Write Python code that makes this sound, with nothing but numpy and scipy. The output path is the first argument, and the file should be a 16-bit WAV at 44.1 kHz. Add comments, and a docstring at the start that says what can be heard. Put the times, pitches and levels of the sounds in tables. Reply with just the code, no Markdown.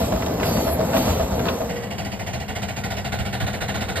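"""Soft hollow exhaust beats, rumbling wheels, clanking rods and hissing cylinders: a miniature steam
locomotive rolls past at arm's length. Each beat rings the chimney and pushes out a low thump of air.
This fades into the engine farther off across a field, working hard at twice the pace: four sharp
chuffs to each turn of the wheels, slowly drawing nearer, with a few soft gusts of wind."""
import sys
import numpy as np
from scipy import signal
from scipy.fft import rfft, irfft
from scipy.io import wavfile
from scipy.ndimage import uniform_filter1d

SR = 44100
rng = np.random.default_rng(int(sys.argv[2]) if len(sys.argv) > 2 else 0)


def to_wav(s):
    """Save 16-bit WAV."""
    ch = np.atleast_2d(s).T  # columns
    pcm = np.round(np.clip(ch, -1, 1) * 32767)  # PCM
    wavfile.write(sys.argv[1], SR, pcm.astype(np.int16))


N = 176400

# stereo images, treble and close pass: freq_hz, left_minus_right_db, coherence, left_lead_rad
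TREBLE_IMAGE = [(7300,0,.7,-1.2),(8200,0,.96,0),(9200,0,.8,1.4),(9900,0,.99,2.9),(10700,0,.99,3.4),(11400,0,.8,5),(12400,0,.96,6.3),(13500,0,.8,7.6),(14400,0,.99,9.2),(15750,0,.99,9.7)]
NEAR_IMAGE = [(60,0,.99,0),(130,.3,.99,0),(250,1.6,.98,-.2),(480,2.4,.9,-.7),(690,.3,.87,-1.2),(1100,0,.8,-.5),(2000,-2,.85,.2),(2400,-4,.3,-1.5),(2850,-1,.75,-2.4),(3800,-4,.15,-2.2),(4600,-3.5,.55,-2.3),(5150,-5,.6,-4.3),(5800,0,.98,-3.3),(6300,0,.98,-3)] + TREBLE_IMAGE
# steam jet spectrum: freq_hz, level_db
STEAM_SPECTRUM = [(500,12),(1500,13),(2200,2),(2800,7.5),(3500,5.5),(4600,7),(5300,4.5),(6000,13),(7300,6),(8600,1.5),(9700,2),(10600,1),(12000,7.5),(13500,8),(14500,3),(15700,-8),(16200,-30)]


def near_exhaust():
    """Each beat rings the chimney; a low push of air follows."""
    # exhaust beats: start_s, note_db, thump_db
    beats = [(0.004,-16.5,-14),(0.117,-11.5,-10.5),(0.265,-18.5,-18),(0.42,-22,-33),(0.546,-19.5,-14),(0.666,-13.5,-13),(0.788,-10.5,-11.5),(0.939,-9,-17),(1.075,-17.5,-12),(1.194,-11.5,-12),(1.317,-19.5,-12.5),(1.462,-19.5,-16),(1.603,-17.5,-20)]
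    # chimney and thump spectra: freq_hz, level_db
    note_spectrum = [(100,-32),(200,-7),(270,-6),(370,-29),(470,-13),(590,3),(648,9.5),(682,9.5),(745,-8),(1000,-12),(1300,-15.5),(2200,-25),(5000,-27.5),(15000,-60)]
    thump_spectrum = [(20,-34),(38,-32),(55,-5),(85,6),(125,-14.5),(200,-6),(400,-76)]
    note = steadied(turbulence(note_spectrum, NEAR_IMAGE, rough_db=6), window_s=0.0063)
    note *= puffs([(s, db) for s, db, _ in beats], attack_s=0.0036, hold_s=0.01, t60_s=0.29, accent=0.62)
    thump = steadied(turbulence(thump_spectrum, NEAR_IMAGE), window_s=0.075)
    thump *= puffs([(s, db) for s, _, db in beats],
                   delay_s=0.0028, attack_s=0.0087, hold_s=0.042, t60_s=0.15)
    return from_db(-6.5) * note + from_db(-13) * thump


def far_engine():
    """Each chuff is a hollow blast, hiss, bark and thump; the chimney's ring grows as the engine nears."""
    # chuffs: start_s, level_db
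    beats = [(1.693, -25.5), (1.7574, -28), (1.8244, -29.5), (1.905, -25.5), (1.9804, -22.5),
             (2.046, -23.5), (2.1156, -25.5), (2.1933, -24.5), (2.2654, -23), (2.3314, -22.5), (2.399, -26),
             (2.482, -23), (2.5526, -23), (2.6184, -22.5), (2.682, -23.5), (2.7634, -23), (2.8358, -21.5),
             (2.9027, -21.5), (2.9667, -23), (3.0458, -22), (3.1208, -20), (3.1864, -22), (3.252, -23),
             (3.3277, -21.5), (3.4007, -21), (3.4656, -21.5), (3.53, -23.5), (3.6078, -21), (3.681, -21.5),
             (3.7435, -21.5), (3.8064, -21.5), (3.8844, -22), (3.957, -20)]
    # spectra of the chuff's parts and the train's drone: freq_hz, level_db
    blast_spectrum = [(600,-19),(1000,-2),(1150,-4),(1230,-15),(1470,-1.5),(1690,-6.5),(1880,2.5),(2400,1),(2900,0.5),(3250,-3),(3550,-16),(4250,-12.5),(4650,-3.5),(5100,-10),(6200,-44),(9000,-35)]
    hiss_spectrum = [(1500,-29),(2800,4),(4500,-0.5),(5500,3),(6600,5.5),(7800,-3),(9200,-3),(11200,-5),(13500,-6),(15600,-9),(16200,-33)]
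    ring_spectrum = [(650,-34),(780,0),(880,-9),(1050,-14),(1250,-11),(1380,-2.5),(1465,4.5),(1560,-6.5),(1900,-3),(2600,-25),(3150,-33),(3550,-4.5),(3850,-9),(4250,-8.5),(4700,-33),(6000,-28)]
    bark_spectrum = [(130,-21),(210,4.5),(290,0),(380,-5.5),(490,-0.5),(580,-4),(660,10),(790,6),(900,-3.5),(1060,-10),(1400,-45),(3000,-56)]
    thump_spectrum = [(25,-25),(60,2),(100,8),(125,4),(165,-4.5),(205,2.5),(260,-39.5),(500,-50)]
    drone_spectrum = [(20,-28),(45,-42),(85,-3.5),(120,-5),(160,-9),(205,2),(270,-20),(480,-9.5),(700,-17),(1100,-22),(2200,-27.5),(5000,-41),(9000,-45),(15000,-66)]
    # swell of chimney ring and drone: time_s, level_db
    ring_swell = [(1.7,-26),(2.6,-15.5),(3.1,-15),(3.5,-11.5),(4,-12)]
    drone_swell = [(0,-72),(1.2,-57),(1.7,-32.5),(2.2,-35.5),(3,-36),(4,-31.5)]
    # distant stereo image: freq_hz, left_minus_right_db, coherence, left_lead_rad
    image = [(60,1.5,.65,0),(130,1.5,.82,0),(250,2,.88,-.2),(700,3.3,.97,-1.1),(1300,-2,.85,-1.2),(1600,-6,.88,-.1),(2050,-5,.85,0),(2450,-5.5,.8,2.3),(2900,-6,.83,1.4),(3500,-3.5,.82,1),(4300,-6,.6,-1.4),(5100,-8,.68,-4.2),(5700,0,.98,-3.3),(6400,0,.98,-3)] + TREBLE_IMAGE
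    blast = flicker(turbulence(blast_spectrum, image, rough_db=1.8), depth_db=2)
    blast = steadied(blast, window_s=0.029)
    blast *= puffs(beats, delay_s=-0.003, attack_s=0.007, hold_s=0.011, t60_s=0.2, accent=0.5)
    hiss = flicker(turbulence(hiss_spectrum, image, rough_db=-1), depth_db=3)
    hiss *= puffs(beats, delay_s=-0.0022, attack_s=0.0062, hold_s=0.013, t60_s=0.21)
    ring = steadied(turbulence(ring_spectrum, image), window_s=0.014)
    ring *= puffs(beats, delay_s=-0.0037, attack_s=0.0052, hold_s=0.024, t60_s=0.18, accent=1.85)
    ring *= gain_curve(ring_swell)
    bark = steadied(turbulence(bark_spectrum, image, rough_db=3), window_s=0.02)
    bark *= puffs(beats, delay_s=-0.0022, attack_s=0.015, hold_s=0.014, t60_s=0.2, accent=0.82)
    thump = steadied(turbulence(thump_spectrum, image), window_s=0.027)
    thump *= puffs(beats, delay_s=0.001, attack_s=0.0077, hold_s=0.022, t60_s=0.48, accent=0.95)
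    drone = gain_curve(drone_swell) * steadied(turbulence(drone_spectrum, image), window_s=0.032)
    echoing = field_echoes(early_echoes(from_db(-10.5) * blast + from_db(-16) * hiss))
    return echoing + ring + from_db(-7.5) * bark + from_db(-8) * thump + drone


def wheels():
    """Wheels rumble on the rails close by."""
    # rolling level: time_s, level_db
    rolling = [(0,-26),(.38,-22),(.5,-22),(.64,-23.5),(.85,-22.5),(1.0,-19.5),(1.12,-21.5),(1.18,-23),(1.28,-27),(1.38,-22.5),(1.5,-24.5),(1.75,-33),(2.0,-44),(2.2,-91.5)]
    # rumble spectrum: freq_hz, level_db
    spectrum = [(20,-42),(50,-1.5),(85,4),(130,0.5),(180,2.5),(255,3),(330,-3.5),(390,-3),(470,-0.5),(570,-2.5),(670,0),(780,-5),(1000,-11),(1400,-22.5),(2500,-28),(6000,-57)]
    gain = gain_curve(rolling) * from_db(-0.5 + 0.13 * drift(6))
    return gain * flicker(turbulence(spectrum, NEAR_IMAGE, rough_db=-0.5), depth_db=2)


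def rods():
    """Rods and couplings knock, each blow with a crack at its own pitch."""
    # blows: start_s, knock_db, knock_t60_s, crack_db, crack_hz
    clanks = [(0.123,-27,0.075,-30,1600),(.222,-26,0.1,-25.5,1680),(.262,-26,0.03,-32,3600),(.400,-20,0.25,-32,1900),(.430,-24,0.061,-22,1640),(.466,-30,.06,-34,3100),(0.567,-21,0.1,-38,1700),(.670,-23,0.16,-37,1500),
              (0.934,-18.5,.1,-28,1610),(0.966,-19,0.034,-22.5,2450),(.980,-27,0.073,-37,3200),(1.078,-22,.12,-32,1700),(1.104,-24,0.088,-39,2700),(1.197,-23,0.17,-41,1700),(1.393,-22,0.12,-25,1410),(1.455,-20.5,0.47,-36,4100),(1.485,-21,0.067,-22,2870)]
    # knock and crack spectra: freq_hz, level_db
    knock_spectrum = [(200,2),(700,7.5),(1250,11),(1700,5.5),(2200,-9),(2700,4.5),(4000,-10),(6000,-9),(14000,-48)]
    crack_spectrum = [(800,11.5),(1600,-1.5),(2700,3),(3700,1.5),(4600,-1),(6500,-5),(12000,-30)]
    width_octaves = 0.61
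    knock_noise = steadied(turbulence(knock_spectrum, NEAR_IMAGE, rough_db=5), window_s=0.0055)
    crack_noise = turbulence(crack_spectrum, NEAR_IMAGE)
    knocks = cracks = 0
    for start_s, knock_db, t60_s, crack_db, crack_hz in clanks:
        blow = puffs([(start_s, knock_db)], delay_s=-0.0025, attack_s=0.0016, hold_s=0.0092, t60_s=t60_s)
        knocks += blow * knock_noise
        edges_hz = crack_hz * 2 ** (np.array([-0.5, 0.5]) * width_octaves)
        band = signal.butter(1, edges_hz, "band", fs=SR, output="sos")
        crack = steadied(signal.sosfilt(band, crack_noise), window_s=0.002)
        cracks += crack * puffs([(start_s, crack_db)], attack_s=0.0012, hold_s=0.0013, t60_s=0.044)
    return from_db(-9.5) * knocks + cracks


def cylinder_steam():
    """Wet steam hisses from the cylinders and spits more at strong flow."""
    # steam flow: time_s, level_db
    flow = [(0,-36),(.05,-36.5),(.11,-41),(.19,-41),(.24,-42),(.39,-43.5),(.45,-35),(.6,-36.5),(.7,-39.5),(.76,-43.5),(.92,-39),(.98,-33),(1.1,-34.5),(1.17,-38.5),(1.32,-42),(1.5,-40.5),(1.79,-49.5)]
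    # spit spectrum: freq_hz, level_db
    spit_spectrum = [(500,-33),(1300,-14),(2000,7),(2750,11),(3300,9),(4600,7.5),(5400,-14),(7000,-24)]
    flow_db, = curves(flow)
    fade, = curves([(1.76, 0.99), (1.95, 0.46)])  # time_s, gain
    hiss = flicker(turbulence(STEAM_SPECTRUM, NEAR_IMAGE, rough_db=0.4), depth_db=4, span_frames=5)
    hiss *= from_db(flow_db + 4 + 0.5 * drift(25))
    spit = from_db(1.155 * flow_db + 3) * turbulence(spit_spectrum, NEAR_IMAGE, rough_db=-0.5)
    return fade * (hiss + spit)


def jet_whistle():
    """The steam jet whistles thinly, twice: a gliding narrow band of noise."""
    # whistle: time_s, pitch_hz, level_db
    glide = [(.4,5080,-52),(.46,4890,-39),(.52,4660,-38),(.62,4480,-41.5),(.72,4310,-47),(.8,4300,-60),(.92,4440,-66),(.98,4520,-45),(1.12,4700,-41),(1.3,4720,-85)]
    width_hz = 170
    pitch_hz, level_db = curves(glide)
    phase = 2 * np.pi * np.cumsum(pitch_hz) / SR
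    ears = np.array([drift(width_hz) * np.cos(phase) + drift(width_hz) * np.sin(phase) for _ in range(2)])
    return from_db(level_db) * steadied(ears, window_s=0.018) * from_db([[-3], [0]])


def jet_sizzle():
    """A high sizzle of the steam jet peaks as the first whistle ends."""
    # sizzle level: time_s, level_db
    swell = [(.41,-75),(.46,-36),(.52,-42),(.66,-40),(.70,-36),(.745,-31),(.765,-40),(.79,-80)]
    # sizzle spectrum: freq_hz, level_db
    spectrum = [(8500,-25),(10200,-6),(11300,16),(12200,-5),(13000,13),(14200,-4),(16000,-20)]
    return gain_curve(swell) * turbulence(spectrum, NEAR_IMAGE)


def water_spurts():
    """Drops of water burst through the steam jet."""
    # drops: start_s, level_db
    drops = [(.262,-34.5),(.97,-30),(1.0,-42)]
    envelope = puffs(drops, delay_s=-0.0011, attack_s=0.0018, hold_s=0.005, t60_s=0.049)
    return envelope * turbulence(STEAM_SPECTRUM, NEAR_IMAGE)


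def body_booms():
    """After the hardest knocks the engine's body booms on a wavering low note."""
    # booms: start_s, level_db, pitch_hz
    booms = [(.468,-26,174.3),(.51,-24.5,226),(.98,-25,249)]
    time_s = np.arange(N) / SR
    out = np.zeros(N)
    for start_s, level_db, pitch_hz in booms:
        tone = np.sqrt(2) * np.sin(2 * np.pi * pitch_hz * time_s + 0.32 * drift(25))
        out += tone * puffs([(start_s, level_db)], attack_s=0.0082, hold_s=0.018, t60_s=0.12)
    return out


def rail_ring():
    """The rail rings on behind the engine in two wavering tones."""
    # rail tones: pitch_hz, level_db
    tones = [(476,-1.5),(530,-6)]
    # ring level: time_s, level_db
    swell = [(0,-42),(1.2,-49),(1.55,-34),(1.8,-36),(2.1,-67),(2.3,-84)]
    ring = np.zeros(N)
    for pitch_hz, level_db in tones:
        phase = 2 * np.pi * pitch_hz * np.arange(N) / SR
        ring += from_db(level_db) * (drift(1.9) * np.cos(phase) + drift(12.5) * np.sin(phase))
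    return gain_curve(swell) * ring


def wind():
    """Soft low gusts buffet the listening point in the open field."""
    # gusts: start_s, level_db
    gusts = [(2.36,-34),(3.19,-25.5),(3.42,-23.5)]
    # buffet spectrum: freq_hz, level_db
    spectrum = [(20,-23),(35,-16),(70,13),(110,-5),(200,-10),(400,-55)]
    # stereo image: freq_hz, left_minus_right_db, coherence, left_lead_rad
    image = [(20,2,.5,0),(400,2,.5,0)]
    envelope = puffs(gusts, delay_s=-0.0076, attack_s=0.023, hold_s=0.019, t60_s=0.14)
    return envelope * turbulence(spectrum, image)


def early_echoes(x):
    """Dull echoes off nearby surfaces make the sound hollow."""
    # reflections: delay_s, gain
    echoes = [(.0062,.4),(.0021,.08)]
    cutoff_hz = 4200
    hz = np.arange(N // 2 + 1) * SR / N
    reflected = sum(gain * np.exp(-2j * np.pi * hz * delay_s) for delay_s, gain in echoes)
    return irfft(rfft(x) * (1 + reflected / np.hypot(1, (hz / cutoff_hz) ** 2)), N)


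def field_echoes(x):
    """Faint returns from across the field trail into the gaps between chuffs."""
    # returns: delay_s, gain
    echoes = [(.031,0.086),(.047,0.066),(.089,.1)]
    samples = np.arange(N)
    return x + sum(gain * np.array([np.interp(samples - delay_s * SR, samples, ear, left=0) for ear in x])
                   for delay_s, gain in echoes)


def turbulence(spectrum, image, rough_db=0):
    """Sputtering stereo noise with the given spectrum and image; rms 1."""
    hz = np.arange(N // 2 + 1) * SR / N
    white = rng.standard_normal((2, N)) * from_db(rough_db * drift(174))
    common, apart = rfft(white)
    points_hz, levels_db = np.transpose(spectrum)
    colour = from_db(np.interp(np.log(hz + 1), np.log(points_hz), levels_db)) * hz / (hz + 10)
    image_hz, *columns = np.transpose(image)
    pan_db, coherence, lead_rad = [np.interp(hz, image_hz, column) for column in columns]
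    ears = []
    for side in (1, -1):
        blend = np.sqrt(1 + coherence) * common + side * np.sqrt(1 - coherence) * apart
        pan = from_db(side * pan_db / 2) / np.sqrt(np.cosh(pan_db * np.log(10) / 20))  # constant power
        ears.append(colour * blend * pan * np.exp(side * 0.5j * lead_rad))
    return unit_rms(irfft(ears, N))


def puffs(beats, attack_s, hold_s, t60_s, delay_s=0, accent=1):
    """Envelope of beats that open, hold and die; accent scales their spread in dB."""
    power = np.zeros(N)
    mean_db = np.mean([db for _, db in beats])
    for start_s, db in beats:
        age_s = np.arange(N) / SR - start_s - delay_s
        rise = np.clip(age_s / attack_s, 0, 1)
        decay_db = -60 * np.maximum(age_s - attack_s - hold_s, 0) / t60_s
        power += (rise * from_db(mean_db + accent * (db - mean_db) + decay_db)) ** 2
    return np.sqrt(power)


def flicker(x, depth_db, span_frames=10):
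    """Narrow patches of the spectrum swell and sink at random; rms 1."""
    frames = signal.stft(x, nperseg=1024)[2]
    patches = uniform_filter1d(rng.standard_normal(frames.shape[1:]), size=4, axis=0)
    patches = unit_rms(uniform_filter1d(patches, size=span_frames, axis=1))
    return unit_rms(signal.istft(frames * from_db(depth_db * patches))[1][:, :N])


def steadied(x, window_s):
    """Noise levelled to rms 1, so each beat gets its set strength."""
    width = int(window_s * SR)
    power = np.mean(x ** 2, axis=0)
    smoothed = uniform_filter1d(uniform_filter1d(power, width), width)
    return x / np.sqrt(np.maximum(smoothed, 1e-6))


def drift(rate_hz):
    """Smooth random motion; rms 1."""
    hop, settle_steps = 40, 2000
    pole = np.exp(-2 * np.pi * rate_hz * hop / SR)
    white = rng.standard_normal(N // hop + settle_steps + 2)
    slow = signal.lfilter([1], [1, -2 * pole, pole * pole], white)[settle_steps:]
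    return np.interp(np.arange(N) / hop, np.arange(len(slow)), unit_rms(slow))


def curves(rows):
    """Each column after time_s, at every sample."""
    time_s, *columns = np.transpose(rows)
    return [np.interp(np.arange(N) / SR, time_s, column) for column in columns]


def gain_curve(rows):
    """Gain at every sample from rows of time_s, level_db."""
    return from_db(curves(rows)[0])


def from_db(db):
    return 10 ** (np.asarray(db) / 20)


def unit_rms(x):
    return x / np.sqrt(np.mean(x ** 2) + 1e-20)


def scene():
    """The close pass fades into the distant run."""
    engine = near_exhaust() + wheels() + rods() + body_booms()
    steam = cylinder_steam() + jet_whistle() + jet_sizzle() + water_spurts()
    return engine + steam + far_engine() + rail_ring() + wind()


def record(dry):
    """Steep low-pass on the top treble."""
    stopband_hz = 16300
    return signal.sosfilt(signal.cheby2(18, 80, stopband_hz, fs=SR, output="sos"), dry)


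dry = scene()
out = record(dry)
to_wav(out)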